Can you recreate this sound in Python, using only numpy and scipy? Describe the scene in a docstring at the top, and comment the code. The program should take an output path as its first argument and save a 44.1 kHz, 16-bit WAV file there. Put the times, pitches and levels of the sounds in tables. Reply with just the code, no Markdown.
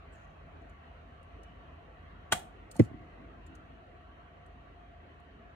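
"""A handheld spot welder fires once through a metal strip on a copper battery plate: a sharp snap.
The current pulse excites the resonances of strip and plate, and molten metal spits sparks.
The probes come unstuck with light ticks and a dull, close thump, the damped low modes of the pack,
as hands and cables shift with friction noise; then the tips are set on the next spot.
A fan hums behind it all, and the small workshop adds a short reverberation to the impacts."""
import sys
import numpy as np
from scipy import signal
from scipy.fft import rfft, irfft, next_fast_len
from scipy.io import wavfile
from scipy.ndimage import uniform_filter1d, map_coordinates

SR = 44100
rng = np.random.default_rng(int(sys.argv[2]) if len(sys.argv) > 2 else 0)


def persist_wave(psi):
    """Save psi, clipped to +-1, as 16-bit WAV."""
    counts = np.round(np.clip(psi, -1, 1) * 32767).astype(np.int16)
    wavfile.write(sys.argv[1], SR, np.atleast_2d(counts).T)


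N = 244755
T = np.arange(N) / SR
RIGHT_LAG_S = .00011  # sound reaches the left microphone first
LEAD_S = .015  # time allowed for a burst to build up


def amp(db):
    """Amplitude ratio of a level in decibels."""
    return 10 ** (np.asarray(db) / 20)


def unit(x):
    """Normalisation to rms 1."""
    return x / np.sqrt(np.mean(x ** 2) + 1e-20)


def along(points, hz):
    """Interpolation of (f/Hz, value) points on a logarithmic frequency axis."""
    f, values = np.transpose(points)
    return np.interp(np.log(hz + 1), np.log(f + 1), values)


def peaks(resonances, hz):
    """Resonance: Lorentzian peaks in dB from rows of f/Hz, width/Hz, gain/dB."""
    return sum(db / (1 + (2 * (hz - centre) / width) ** 2) for centre, width, db in resonances)


def wobble(rate):
    """Slow random modulation: a spline through `rate` Gaussian values a second."""
    return map_coordinates(rng.standard_normal(int(N * rate / SR) + 4), [T * rate])


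def fade(t, t60):
    """Exponential decay by 60 dB in t60."""
    return np.exp(-np.log(1000) * t / t60)


def stroke(start, length, attack, t60):
    """Envelope of a movement: Gaussian rise up to `start`, a plateau, then exponential decay."""
    return np.exp(-(np.minimum(T - start, 0) / attack) ** 2) * fade(np.maximum(T - start - length, 0), t60)


def softened(hz, contact_s):
    """An impact acts as a low-pass: the longer the contact, the weaker the high modes."""
    return 1 / (1 + (hz * contact_s) ** 4)


def add(track, start, sound):
    """Superposition of a sound on a track from `start` seconds on."""
    part = track[..., round(start * SR):][..., :sound.shape[-1]]
    part += sound[..., :part.shape[-1]]


def filtered(x, response):
    """Linear filtering: the spectrum is multiplied by a frequency response."""
    size = next_fast_len(N + SR // 2)
    return irfft(rfft(x, size) * response(np.fft.rfftfreq(size, 1 / SR)), size)[..., :N]


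def causal(x, colour_db):
    """Minimum-phase filtering: a body rings only after it is struck."""
    size = x.shape[-1]
    cepstrum = irfft(np.log(amp(colour_db(np.fft.rfftfreq(size, 1 / SR)))))
    cepstrum[..., 1:size // 2] *= 2
    cepstrum[..., size // 2 + 1:] = 0
    return irfft(rfft(x) * np.exp(rfft(cepstrum)))


def burst(colour_db, t60, spread, swell=.001, size=8192):
    """Source and filter: a noise pulse, near rms 1 at LEAD_S, is coloured; spread is side over mid."""
    t = np.arange(size) / SR - LEAD_S
    envelope = fade(np.maximum(t, 0), t60) * fade(np.maximum(-t, 0), swell)
    noise = rng.standard_normal((2, size)) * envelope
    # flatten the excitation, so that the struck body sets the colour
    lumps_db = 10 * np.log10(np.abs(uniform_filter1d(np.abs(rfft(noise)) ** 2, size=24)))
    mid, side = causal(noise, lambda hz: colour_db(hz) - lumps_db)
    pair = np.array([mid + spread * side, np.roll(mid - spread * side, round(RIGHT_LAG_S * SR))])
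    return unit(pair) * np.sqrt(np.mean(envelope ** 2))


# likeness of steady noise at the two microphones: f/Hz, correlation
CORRELATION = [(60, 1), (200, 0.81), (500, .35), (700, .15), (900, -.25), (1120, -0.047), (1400, -0.74),
               (2000, 0.35), (4000, 0.073), (9000, -0.034)]
def rush(colour_db):
    """Partial coherence: steady stereo noise of rms 1, delayed on the right."""
    angle = lambda hz: np.arccos(np.clip(along(CORRELATION, hz), -1, 1)) / 2
    response = lambda hz: amp(colour_db(hz)) * [np.cos(angle(hz)), np.sin(angle(hz))]
    mid, side = filtered(rng.standard_normal((2, N)), response)
    right = filtered(mid - side, lambda hz: np.exp(-2j * np.pi * hz * RIGHT_LAG_S))
    return unit(np.array([mid + side, right]))


def patchy(x, depth_db):
    """Turbulence: patches of noise swell and fade, each band on its own."""
    spectrogram = signal.stft(x, nperseg=1024)[2]
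    field = uniform_filter1d(rng.standard_normal(spectrogram.shape[1:]), 4, axis=0)
    field = uniform_filter1d(field, 6, axis=1)
    return unit(signal.istft(spectrogram * amp(depth_db * unit(field)), nperseg=1024)[1][:, :N])


# reverberation time of the workshop: f/Hz, T60/s
REVERBERATION = [(100, .4), (700, 0.39), (2000, 0.24), (7000, 0.25), (15000, 0.23)]
def workshop(x, near_db, room_db, near_t60=.014, gap_s=.003):
    """Reverberation: early reflections off bench and hands and a diffuse tail follow the direct sound."""
    hz, t, noise = signal.stft(rng.standard_normal((2, SR // 2)), SR, nperseg=256)
    tail = signal.istft(noise * fade(t, along(REVERBERATION, hz)[:, None]), SR, nperseg=256)[1]
    near = rng.standard_normal(tail.shape) * fade(np.arange(tail.shape[1]) / SR, near_t60)
    response = amp(near_db) * near / np.linalg.norm(near[0])
    response += amp(room_db) * tail / np.linalg.norm(tail[0])
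    out = x.copy()
    add(out, gap_s, signal.fftconvolve(x, response, axes=1))
    return out


def fan_whine(hz=709, wander_hz=9, full_db=-71.5, growth_db=11, grown_s=2.4, flutter_db=4):
    """Frequency and amplitude modulation: a faint, unsteady tone grows to its full level."""
    pitch_hz = hz + wander_hz * wobble(2)
    level_db = full_db - growth_db * np.maximum(1 - T / grown_s, 0) + flutter_db * wobble(6)
    phase = 2 * np.pi * np.cumsum(pitch_hz) / SR + .9 * wobble(30)
    return amp(level_db) * unit(np.sin(phase))


# spectra of the moving air and of the rumble: f/Hz, relative level/dB
AIR_SPECTRUM = [(20, -10.5), (130, 1.5), (440, 1.5), (570, -2), (950, -3.5), (1400, -3), (2250, -10.5),
                (3250, -14.5), (3420, -21), (4200, -23), (5000, -35.5), (6400, -34), (10000, -52.5),
                (16000, -63)]
RUMBLE_SPECTRUM = [(20, -41.5), (31, -23), (42, 1), (52, 14), (66, -0.5), (80, 8), (100, 1.5), (135, -6.5),
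                   (250, -55)]
# resonances of the fan housing: f/Hz, width/Hz, gain/dB
HOUSING_RESONANCES = [(265.3, 37, 4), (660, 74, 7.5), (706, 67, 6.5), (1137.3, 31, 9.5), (1335, 52, 3.5),
                      (1902, 210, 4), (2645, 130, 3.5), (2905, 202.5, 3.5), (3790, 145, 2.5),
                      (8730, 450, 9.5)]
# hum lines of the motor: f/Hz, mean level/dB
MOTOR_LINES = [(51, -65), (77, -63), (155, -69), (199, -75.5)]
def fan(air_db=-55.5, rumble_db=-55.5, sink_s=3.08, sink_length_s=1.2, waver_db=1, drift_rad=.52):
    """Turbulent air excites the housing's resonances over rumble and motor hum; all sink a little, once."""
    sunk = np.clip((T - sink_s) / sink_length_s, 0, 1)
    air_sink_db, low_sink_db = 1.3 * sunk, 2.5 * sunk
    flow = rush(lambda hz: along(AIR_SPECTRUM, hz) + peaks(HOUSING_RESONANCES, hz))
    air = amp(air_db - air_sink_db + .3 * wobble(8.3)) * patchy(flow, depth_db=2.32)
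    rumble = amp(rumble_db - low_sink_db) * rush(lambda hz: along(RUMBLE_SPECTRUM, hz))
    hum = np.zeros(N)
    for hz, db in MOTOR_LINES:
        level_db = db + waver_db * wobble(1.9) - (low_sink_db - low_sink_db.mean())
        hum += amp(level_db) * unit(np.sin(2 * np.pi * hz * T + drift_rad * wobble(5.05)))
    return air + rumble + hum


# spectrum of rubbing cables: f/Hz, relative level/dB
RUB_SPECTRUM = [(25, -36.5), (110, -5.5), (200, -8), (310, 0.5), (420, -22), (800, -50), (3000, -81.5)]
# movements of hands and cables: t/s, duration/s, level/dB
CABLE_SHIFTS = [(2.858, 0.079, -54), (3.208, .28, -58.5)]
def cable_rub(grain_db=3):
    """Sliding friction: the cables make a dull, uneven noise as the probes move on."""
    motion = sum(amp(db) * stroke(s, length, attack=.037, t60=.8) for s, length, db in CABLE_SHIFTS)
    return motion * unit(rush(lambda hz: along(RUB_SPECTRUM, hz)) * amp(grain_db * wobble(25.05)))


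# spectrum of light contact on metal, by fingertip or probe: f/Hz, relative level/dB
CONTACT_SPECTRUM = [(500, -23), (3000, -14), (4400, -8.5), (5300, -9.5), (7000, -3), (9000, -8),
                    (11500, -12), (16000, -18.5)]
def fingertip(start_s=.132, level_db=-74, fast_hz=7800, slow_hz=6460, slowing_s=.029, width_hz=300):
    """Stick-slip friction: a fingertip squeaks over the plate, lower in pitch as it slows."""
    speed = np.exp(-np.maximum(T - start_s, 0) / slowing_s)
    centre_hz = slow_hz + (fast_hz - slow_hz) * speed
    band = unit(filtered(rng.standard_normal((2, N)), lambda hz: 1 / (1 + (hz / width_hz) ** 2) ** .63))
    squeak = unit(band * np.sin(2 * np.pi * np.cumsum(centre_hz) / SR))
    fizz = amp(-8) * rush(lambda hz: along(CONTACT_SPECTRUM, hz))
    push = amp(level_db) * stroke(start_s, length=.033, attack=.009, t60=.49)
    grip = amp(2.9 * wobble(150))  # the skin catches and slips
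    return push * unit((squeak + fizz) * grip)


# resonances of the copper tips: f/Hz, width/Hz, gain/dB
TIP_RESONANCES = [(4360, 160, 11), (5800, 164, 1), (6960, 300, 1), (9000, 250, 8)]
# tips dragging off the strip: t/s, duration/s, level/dB
TIP_SCRAPES = [(2.750, .02, -66), (2.794, 0.052, -64.5)]
# tips touching the strip: t/s, level/dB (before tick_gain_db), ping f/Hz
TIP_TICKS = [(0.6194, -78, 6670), (0.6968, -67.5, 6900), (1.2311, -67.5, 8960), (1.4346, -61, 5820),
             (2.7147, -45, 8650), (2.766, -46.5, 9070), (2.795, -44, 5040), (3.4665, -60.5, 7270),
             (3.5533, -58, 6330), (4.4635, -69, 8650), (5.2016, -75, 11100)]
def probes(grit_db=3, tick_gain_db=-2.5, ping_width_hz=410, ping_db=10):
    """Friction and impact excite the tips' resonances: gritty scrapes, and ticks that each ping."""
    tip = lambda hz: along(CONTACT_SPECTRUM, hz) + peaks(TIP_RESONANCES, hz)
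    grit = rng.standard_normal((2, N)) * amp(grit_db * wobble(600))
    drag = sum(amp(db) * stroke(s, length, attack=.0063, t60=.11) for s, length, db in TIP_SCRAPES)
    out = drag * unit(filtered(grit, lambda hz: amp(tip(hz))))
    for s, db, ping_hz in TIP_TICKS:
        colour = lambda hz: tip(hz) + peaks([(ping_hz, ping_width_hz, ping_db)], hz)
        add(out, s - LEAD_S, amp(db + tick_gain_db) * burst(colour, t60=.028, spread=.69, swell=.011))
    return workshop(out, near_db=-12, room_db=-15)


# modes of the battery pack on its bench: f/Hz, relative level/dB, T60/s, sideways over forward swing
PACK_MODES = [(111.7, -5, 0.073, 0.35), (160, -7, 0.047, 0.54), (225.5, -3, 0.055, -0.3),
              (255, -13, 0.036, 4.5), (286.5, 2, 0.026, 0.2), (466, 0, 0.027, 0.6), (550, -14, .028, -1)]
# spectrum of a hard contact: f/Hz, relative level/dB
CLACK_SPECTRUM = [(30, -37.5), (200, -14), (600, 3), (950, -8.5), (1450, -9.5), (1750, -10.5), (2020, -1.5),
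                  (2500, -9), (3000, -16.5), (6000, -26.5), (12000, -67.5)]
# blows on the pack: t/s, excitation level/dB, contact time/s
PACK_BLOWS = [(2.326, -35, 0.0037), (2.7930, -16, 0.0013), (2.7966, -8, 0.00083), (2.8025, -3.5, 0.0041),
              (2.8098, -15.5, 0.0055), (2.913, -33, 0.0044), (2.941, -34.5, 0.0031), (3.006, -40.5, 0.0053)]
def pack_knocks(rise_s=.0013, hard_contact_s=.00081, hard_clack_db=-21, loss_per_doubling_db=12.5):
    """Impact excitation: blows swing the pack's low modes; the shorter the contact, the more it clacks."""
    thuds, clacks = np.zeros((2, N)), np.zeros((2, N))
    t = np.arange(SR // 3) / SR
    onset = 1 - np.exp(-(t / rise_s) ** 2)
    for s, blow_db, contact_s in PACK_BLOWS:
        for hz, db, t60, sideways in PACK_MODES:
            phase = 2 * np.pi * hz * t
            swing = np.sin(phase) + sideways * np.array([[1], [-1]]) * np.cos(phase)
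            add(thuds, s, amp(blow_db + db) * softened(hz, contact_s) * swing * fade(t, t60) * onset)
        clack_db = blow_db + hard_clack_db - loss_per_doubling_db * np.log2(contact_s / hard_contact_s)
        clack = burst(lambda hz: along(CLACK_SPECTRUM, hz), t60=.036, spread=.68)
        add(clacks, s - LEAD_S, amp(clack_db) * clack)
    thuds = signal.sosfilt(signal.butter(4, [68, 570], "band", fs=SR, output="sos"), thuds)
    return workshop(thuds, near_db=-36, room_db=-30.5) + workshop(clacks, near_db=-11.5, room_db=-14)


# modes of the copper plate: f/Hz, relative level/dB, T60/s
PLATE_MODES = [(150, -17, .2), (196, -15, .2), (275, -18, .15), (525, -12, .09), (708, -5, .12),
               (765, -3, .06), (891, 2, .06), (1170, -2, .06), (1490, 9, .03), (1970, -10, .08),
               (3220, -13, .03), (8446, -18, .045)]
# jolts to the plate: t/s, excitation level/dB, contact time/s
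PLATE_JOLTS = [(2.3245, -25.5, .0001), (2.754, -36, 0.0014)]
def plate_ring(right_lag_rad=.47, rise_s=.0006):
    """Damped free vibration: the plate rings when the current jolts it, softly as a probe comes loose."""
    ring, t = np.zeros((2, N)), np.arange(SR // 3) / SR
    for s, jolt_db, contact_s in PLATE_JOLTS:
        for hz, db, t60 in PLATE_MODES:
            phase = rng.uniform(0, 2 * np.pi) + np.array([[0], [-right_lag_rad]])
            envelope = fade(t, t60) * (1 - np.exp(-t / (rise_s + contact_s)))
            mode = np.sin(2 * np.pi * hz * t + phase) * envelope
            add(ring, s, amp(jolt_db + db) * softened(hz, contact_s) * mode)
    return ring


# spectrum of a spark: f/Hz, relative level/dB
CRACK_SPECTRUM = [(30, -14), (70, -3.5), (250, -12.5), (560, -8), (760, 1.5), (1050, -10.5), (1500, -6),
                  (2500, -7.5), (3400, -6), (4700, -19.5), (6200, -14.5), (8800, -15), (11500, -25),
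                  (16000, -30.5)]
# resonances of the strip under the tips: f/Hz, width/Hz, gain/dB
STRIP_RESONANCES = [(715, 80, 5), (885, 80, 9), (1165, 100, 11), (1490, 170, 4), (2000, 160, 4),
                    (3300, 400, 3), (8300, 500, 3)]
def crack(swell, t60, treble_db):
    """Broadband excitation: a noise pulse at the weld is filtered by the strip's resonances."""
    shelf = [(3000, 0), (11000, treble_db)]
    colour = lambda hz: along(CRACK_SPECTRUM, hz) + peaks(STRIP_RESONANCES, hz) + along(shelf, hz)
    return burst(colour, t60, spread=.48, swell=swell)


# sparks spitting from the weld: t/s, level/dB
WELD_SPARKS = [(2.3252, -14), (2.3310, -23.5), (2.3945, -47)]
def weld(peak_s=2.3238, snap_db=-18.5, sizzle_db=-30.5):
    """Joule heating: the current snaps, the cooling metal sizzles, and molten metal spits sparks."""
    out = np.zeros((2, N))
    add(out, peak_s - LEAD_S, amp(snap_db) * crack(swell=.01, t60=.036, treble_db=-.5))
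    add(out, peak_s - LEAD_S, amp(sizzle_db) * crack(swell=.02, t60=.05, treble_db=-2))
    biggest_db = max(db for s, db in WELD_SPARKS)
    for s, db in WELD_SPARKS:
        treble_db = 8.5 + 1.1 * (biggest_db - db)  # smaller sparks are brighter
        add(out, s - LEAD_S, amp(db) * crack(swell=.0018, t60=.0058, treble_db=treble_db))
    return workshop(out, near_db=-7, room_db=-10)


def scene():
    """Linear superposition of all sources, left and right."""
    welder = weld() + plate_ring() + probes()
    handling = pack_knocks() + fingertip() + cable_rub()
    return welder + handling + fan() + fan_whine()


def record(dry):
    """Band limiting: a steep low-pass removes the highest treble."""
    cutoff_hz = 15600
    return signal.sosfilt(signal.cheby1(14, .1, cutoff_hz, fs=SR, output="sos"), dry)


dry = scene()
out = record(dry)
persist_wave(out)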